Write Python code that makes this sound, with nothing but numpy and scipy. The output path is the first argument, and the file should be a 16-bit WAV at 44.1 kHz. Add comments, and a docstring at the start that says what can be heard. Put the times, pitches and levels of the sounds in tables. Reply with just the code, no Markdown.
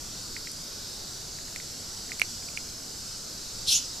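"""From the start, insects outdoors sizzle steadily over the low rumble of a small matted room.
Claws or fingernails tick, and a few thin insect tones stand out of the chorus.
From 0.36 s a cockatiel held in a hand clicks its beak softly as a finger comes near;
each snap rings its mouth cavity. At about 3.7 s the bird hisses once, close by:
turbulent air excites the resonances of its throat and beak."""
import sys
import numpy as np
from scipy import signal
from scipy.fft import rfft, irfft, next_fast_len
from scipy.io import wavfile
from scipy.ndimage import uniform_filter1d, map_coordinates

SR = 44100
rng = np.random.default_rng(int(sys.argv[2]) if len(sys.argv) > 2 else 0)


def materialize(psi):
    """Save the field psi as 16-bit PCM at rate SR to the path in sys.argv[1].

    A 1-D psi becomes a single channel; in a 2-D psi each row is a channel.
    """
    bounded = np.clip(np.atleast_2d(psi).T, -1, 1)
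    quanta = np.round(bounded * 32767).astype(np.int16)
    wavfile.write(sys.argv[1], SR, quanta)


N = 176400


def amp(db):
    """Amplitude ratio of a level in decibels."""
    return 10 ** (np.asarray(db) / 20)


def unit(x):
    """Normalisation to rms 1."""
    return x / np.sqrt(np.mean(x ** 2) + 1e-20)


def along(points, hz):
    """Interpolation of (frequency_hz, value) points on a logarithmic frequency axis."""
    knots_hz, values = np.transpose(points)
    return np.interp(np.log(hz + 1), np.log(knots_hz + 1), values)


def curves(rows):
    """Linear interpolation in time: one curve for each column after time_s."""
    time_s, *columns = np.transpose(rows)
    return [np.interp(np.arange(N) / SR, time_s, column) for column in columns]


def wobble(rate_hz):
    """Random modulation: a spline through rate_hz Gaussian values a second."""
    knots = rng.standard_normal(int(N * rate_hz / SR) + 4)
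    return map_coordinates(knots, [np.arange(N) * rate_hz / SR])


def filtered(x, response):
    """Linear filtering: the spectrum is multiplied by a frequency response."""
    size = next_fast_len(N + SR // 2)
    return irfft(rfft(x, size) * response(np.fft.rfftfreq(size, 1 / SR)), size)[..., :N]


def pan(db):
    """Interchannel level difference: two gains, the left exceeding the right by db."""
    return amp(np.array([[.5], [-.5]]) * db)


def spread(pair, correlation):
    """Partial coherence: two independent noises, as mid and side, set the left-right correlation."""
    def weights(hz):
        angle = np.arccos(np.clip(along(correlation, hz), -1, 1)) / 2
        return np.array([np.cos(angle), np.sin(angle)])
    mid, side = filtered(pair, weights)
    return np.array([mid + side, mid - side])


def noise(spectrum, patchy_db=0):
    """Spectral shaping: two noises of rms 1, their gain varying in patches of time and frequency."""
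    bins = signal.stft(rng.standard_normal((2, N)), nperseg=1024)[2]
    patches = uniform_filter1d(rng.standard_normal(bins.shape[1:]), size=4, axis=0)
    patches = uniform_filter1d(patches, size=14, axis=1)
    pair = signal.istft(bins * amp(patchy_db * unit(patches)), nperseg=1024)[1][:, :N]
    return unit(filtered(pair, lambda hz: amp(along(spectrum, hz))))


def resonance(centre_hz, width_hz):
    """Quadrature modulation: two noise bands of rms 1 about a centre that may move."""
    white = rng.standard_normal((2, 2, N))
    in_phase, quadrature = filtered(white, lambda hz: 1 / np.hypot(1, (2 * hz / width_hz) ** 3))
    phase = 2 * np.pi * np.cumsum(centre_hz * np.ones(N)) / SR
    return unit(in_phase * np.cos(phase) + quadrature * np.sin(phase))


def strike(t, rise_s, t60_s):
    """Impact envelope of peak 1: a rounded rise, then exponential damping."""
    shape = (1 - np.exp(-(t / rise_s) ** 2)) * amp(-60 * t / t60_s)
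    return shape / shape.max()


def add(track, start_s, sound):
    """Superposition of a sound on a track, from start_s on."""
    track[:, round(start_s * SR):][:, :sound.shape[-1]] += sound


# Spectrum of the room noise: frequency_hz, relative_db
RUMBLE_SPECTRUM = [(20, 1.5), (35, 1), (60, -2), (110, -2), (250, -6), (500, -10.5), (800, -13.5),
                   (1200, -16), (1450, -12), (1750, -18.5), (2500, -19), (5000, -32.5), (10500, -17.5),
                   (14000, -20)]
# Its left-right coherence: frequency_hz, correlation
RUMBLE_COHERENCE = [(50, 0.97), (130, 0.9), (300, 0.81), (700, 0.43), (1300, 0.64), (2400, 0.41),
                    (8000, 0.034), (14000, 0)]
# Its balance: frequency_hz, left_minus_right_db
RUMBLE_PAN = [(250, 0), (650, 1), (1400, 2), (2300, 0.5), (8000, 5.5), (13000, 4)]


def room_rumble(gain_db=-44.5):
    """Broadband ambient noise: a nearly coherent rumble under a faint, diffuse hiss."""
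    air = spread(noise(RUMBLE_SPECTRUM, patchy_db=1.4), RUMBLE_COHERENCE)
    return amp(gain_db) * filtered(air, lambda hz: pan(along(RUMBLE_PAN, hz)))


# Swell of the insect chorus: time_s, relative_db
CHORUS_LEVELS = [(0, -40.5), (.6, -41), (.95, -41), (1.3, -41), (1.8, -40.5), (2.35, -39), (2.75, -41.6),
                 (3.15, -40), (3.35, -41), (3.62, -39), (4, -39.5)]
# Swell of its low edge: time_s, level_db
LOW_EDGE_LEVELS = [(0, -65), (.17, -50.5), (.62, -58), (.82, -49.5), (1.25, -53.5), (2.1, -58), (2.7, -63),
                   (3.3, -57), (3.5, -52), (4, -53)]
# Spectrum of the chorus: frequency_hz, relative_db
CHORUS_SPECTRUM = [(2200, -26), (3000, -13), (3500, -11.5), (3950, -7.5), (4650, 0.5), (5400, 0.5),
                   (6200, -2.5), (7900, -4), (8700, -11.5), (10000, -21.5), (14000, -27)]
# Its left-right coherence: frequency_hz, correlation
CHORUS_COHERENCE = [(3000, 1), (4500, 0.91), (6000, 0.68), (8000, 0.39), (11000, 0)]
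# Balance of all the insects: frequency_hz, left_minus_right_db
INSECT_PAN = [(3000, 0), (5000, -0.5), (7000, -2), (9000, -2)]


def insect_chorus(trim_db=0.63, shimmer_db=-0.11):
    """Incoherent summation: many far insects merge into one band, whose low edge swells on its own."""
    level_db, = curves(CHORUS_LEVELS)
    edge_db, = curves(LOW_EDGE_LEVELS)
    envelope = amp(level_db + trim_db + shimmer_db * wobble(120))
    sizzle = envelope * noise(CHORUS_SPECTRUM, patchy_db=1.86)
    low_edge = amp(edge_db) * resonance(centre_hz=3952, width_hz=690)
    chorus = spread(sizzle + low_edge, CHORUS_COHERENCE)
    return filtered(chorus, lambda hz: pan(along(INSECT_PAN, hz)))


# Contacts of claw or nail: start_s, relative_db, pitch_hz
CLAW_TICKS = [(0.045, -33, 9100), (.233, -31, 9500), (0.5164, -22, 9900), (1.7148, -31, 12100),
              (2.1964, -31, 11600)]


def claw_ticks():
    """Impact transients: each brief contact of claw or nail gives a heavily damped burst of treble."""
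    out = np.zeros((2, N))
    t = np.arange(SR // 80) / SR
    envelope = strike(t, rise_s=0.00028, t60_s=0.003)
    for start_s, level_db, pitch_hz in CLAW_TICKS:
        band = resonance(pitch_hz, width_hz=1800)[:, :len(t)]
        add(out, start_s, amp(level_db) / 2 * envelope * band)
    return pan(db=12) * out


# Thin tones of single insects: start_s, end_s, pitch_hz, level_db
INSECT_TRILLS = [(.15, .46, 4710, -52), (.15, .42, 4360, -56), (1.6, 2.9, 7865, -57)]


def insect_trills(waver_hz=22, fade_s=0.06):
    """Frequency modulation: single far insects sound as slightly wavering tones that fade in and out."""
    tones = np.zeros(N)
    t = np.arange(N) / SR
    for start_s, end_s, pitch_hz, level_db in INSECT_TRILLS:
        fade = np.clip(np.minimum(t - start_s, end_s - t) / fade_s, 0, 1)
        phase = 2 * np.pi * np.cumsum(pitch_hz + waver_hz * wobble(90)) / SR
        tones += amp(level_db) * fade * unit(np.sin(phase))
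    return filtered(tones, lambda hz: pan(along(INSECT_PAN, hz)))


# Clicks of the beak: start_s, relative_db, pitch_hz, ring_left_minus_right_db, snap_gain_db
BEAK_CLICKS = [(.3646, -28, 2100, -8, -19), (0.4715, -31, 2080, -8, -13), (1.3865, -38, 1930, 0, -14),
               (1.4806, -42, 1860, -6, -12), (1.5599, -30.5, 2100, -12, 6), (1.5994, -36, 2100, -12, -12),
               (2.0932, -38, 1870, -1, -18), (2.1176, -25, 2140, -8.5, -20), (2.1961, -28, 2300, -11, 6),
               (2.2161, -11, 2373, -12.5, -4.5), (2.424, -44, 2310, 0, -10),
               (2.486, -36.5, 2460, -10, -19.5), (2.573, -22, 2410, -9, -7)]
# Spectrum of the snap: frequency_hz, relative_db
SNAP_SPECTRUM = [(200, -6), (700, -2), (1400, 0), (3200, -8), (4200, 8), (6000, -5), (9000, 3), (11000, 1),
                 (14000, -14)]
# Modes of the mouth cavity: pitch_ratio, relative_db, t60_s
MOUTH_MODES = [(.8, -17, 0.012), (1, 4, 0.0049), (1.13, -5, 0.0067), (1.3, -15, 0.0077)]


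def beak_clicks(ring_lag_s=0.0008, ring_gain_db=-2):
    """Impulse excitation: a tiny snap of the beak rings the damped modes of the mouth cavity."""
    out = np.zeros((2, N))
    t = np.arange(SR // 40) / SR
    grit = noise(SNAP_SPECTRUM)
    snap_envelope = strike(t, rise_s=0.00046, t60_s=0.012)
    for start_s, level_db, pitch_hz, pan_db, snap_db in BEAK_CLICKS:
        snap = amp(snap_db) / 2 * snap_envelope * grit[:, round(start_s * SR):][:, :len(t)]
        ring = np.zeros(len(t))
        for ratio, mode_db, t60_s in MOUTH_MODES:
            envelope = amp(mode_db) * strike(t, rise_s=0.0011, t60_s=t60_s)
            ring += envelope * np.sin(2 * np.pi * ratio * pitch_hz * t)
        add(out, start_s, amp(level_db) * pan(db=3) * snap)
        add(out, start_s + ring_lag_s, amp(level_db + ring_gain_db) * pan(pan_db) * ring)
    return out


# Relative levels of the hiss's two resonances and airy treble: time_s, lower_db, upper_db, air_db
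HISS_LEVELS = [(3.655, -60, -67, -72), (3.669, -38, -44, -44), (3.681, -27.5, -36, -35),
               (3.70, -29, -37, -35), (3.722, -27.5, -24.5, -31.5), (3.757, -36.5, -24, -36),
               (3.777, -38, -32.5, -41), (3.81, -47, -42, -55), (3.86, -56, -45, -76)]
# Resonances moving apart as the beak works: time_s, lower_hz, upper_hz
HISS_RESONANCES = [(3.675, 3760, 5700), (3.70, 3675, 5600), (3.732, 3246, 5750), (3.752, 3290, 6380),
                   (3.79, 3220, 6070)]
# Spectrum of the airy treble: frequency_hz, relative_db
AIR_SPECTRUM = [(1500, -22), (2200, -5), (2900, -4), (4500, 5.5), (7000, 0), (8000, 0), (9500, 0),
                (11200, 0), (12300, -11), (14200, -21)]
# Left-right coherence of the hiss: frequency_hz, correlation
HISS_COHERENCE = [(2500, 1), (4500, 0.91), (7000, .68), (10000, 0), (14000, 0)]
# Its balance: frequency_hz, left_minus_right_db
HISS_BALANCE = [(3000, 0.5), (7000, -2), (9500, 3), (13000, 10)]


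def bird_hiss(air_gain_db=5, flutter_db=0.7, cutoff_hz=2580):
    """Source and filter: turbulent air excites two moving resonances of throat and beak."""
    lower_db, upper_db, air_db = curves(HISS_LEVELS)
    lower_hz, upper_hz = curves(HISS_RESONANCES)
    lower = amp(lower_db) * resonance(lower_hz, width_hz=1070)
    upper = amp(upper_db) * resonance(upper_hz, width_hz=1200)
    air = amp(air_db + air_gain_db) * noise(AIR_SPECTRUM, patchy_db=1.5)
    t = np.arange(N) / SR
    sounding = (t > HISS_LEVELS[0][0]) & (t < HISS_LEVELS[-1][0])
    flutter = amp(flutter_db * wobble(300))
    puff = spread((lower + upper + air) * sounding * flutter, HISS_COHERENCE)
    highpass = lambda hz: 1 / np.hypot(1, (cutoff_hz / (hz + 1)) ** 6)
    return filtered(puff, lambda hz: pan(along(HISS_BALANCE, hz)) * highpass(hz))


def early_reflections(x, count=6, latest_s=0.011, typical_db=-10.5):
    """Comb filtering: faint delayed copies from body, hands and floor interfere with the direct sound."""
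    lags, sizes = rng.random((count, 2)).T
    delays_s = latest_s * (1 + 2 * lags) / 3
    gains = amp(typical_db) * (.5 + sizes)
    return x + filtered(x, lambda hz: gains @ np.exp(-2j * np.pi * np.outer(delays_s, hz)))


# Reverberation time of the matted room: frequency_hz, t60_s
ROOM_DECAY = [(300, 0.24), (2500, 0.093), (12000, 0.14)]


def reverberation(x, wet_db):
    """Convolution with exponentially decaying noise adds the room's short diffuse tail."""
    hz, t, bins = signal.stft(rng.standard_normal((2, SR // 2)), SR, nperseg=256)
    decay = amp(-60 * t / along(ROOM_DECAY, hz)[:, None])
    tail = signal.istft(bins * decay, SR, nperseg=256)[1]
    tail = np.pad(tail / np.linalg.norm(tail[0]), ((0, 0), (SR // 200, 0)))  # arrives 5 ms late
    wet = signal.fftconvolve(x.mean(axis=0)[None], tail, axes=1)[:, :N]
    return x + amp(wet_db) * wet


def scene():
    """Superposition: the steady background, the ticks and clicks, and finally the hiss."""
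    background = room_rumble() + insect_chorus() + insect_trills()
    contacts = reverberation(claw_ticks() + beak_clicks(), wet_db=-14.5)
    hiss = reverberation(early_reflections(bird_hiss()), wet_db=-19)
    return background + contacts + hiss


def record(dry):
    """Band limiting: an ideal low-pass filter removes the highest treble."""
    return filtered(dry, lambda hz: hz < 14220)


dry = scene()
out = record(dry)
materialize(out)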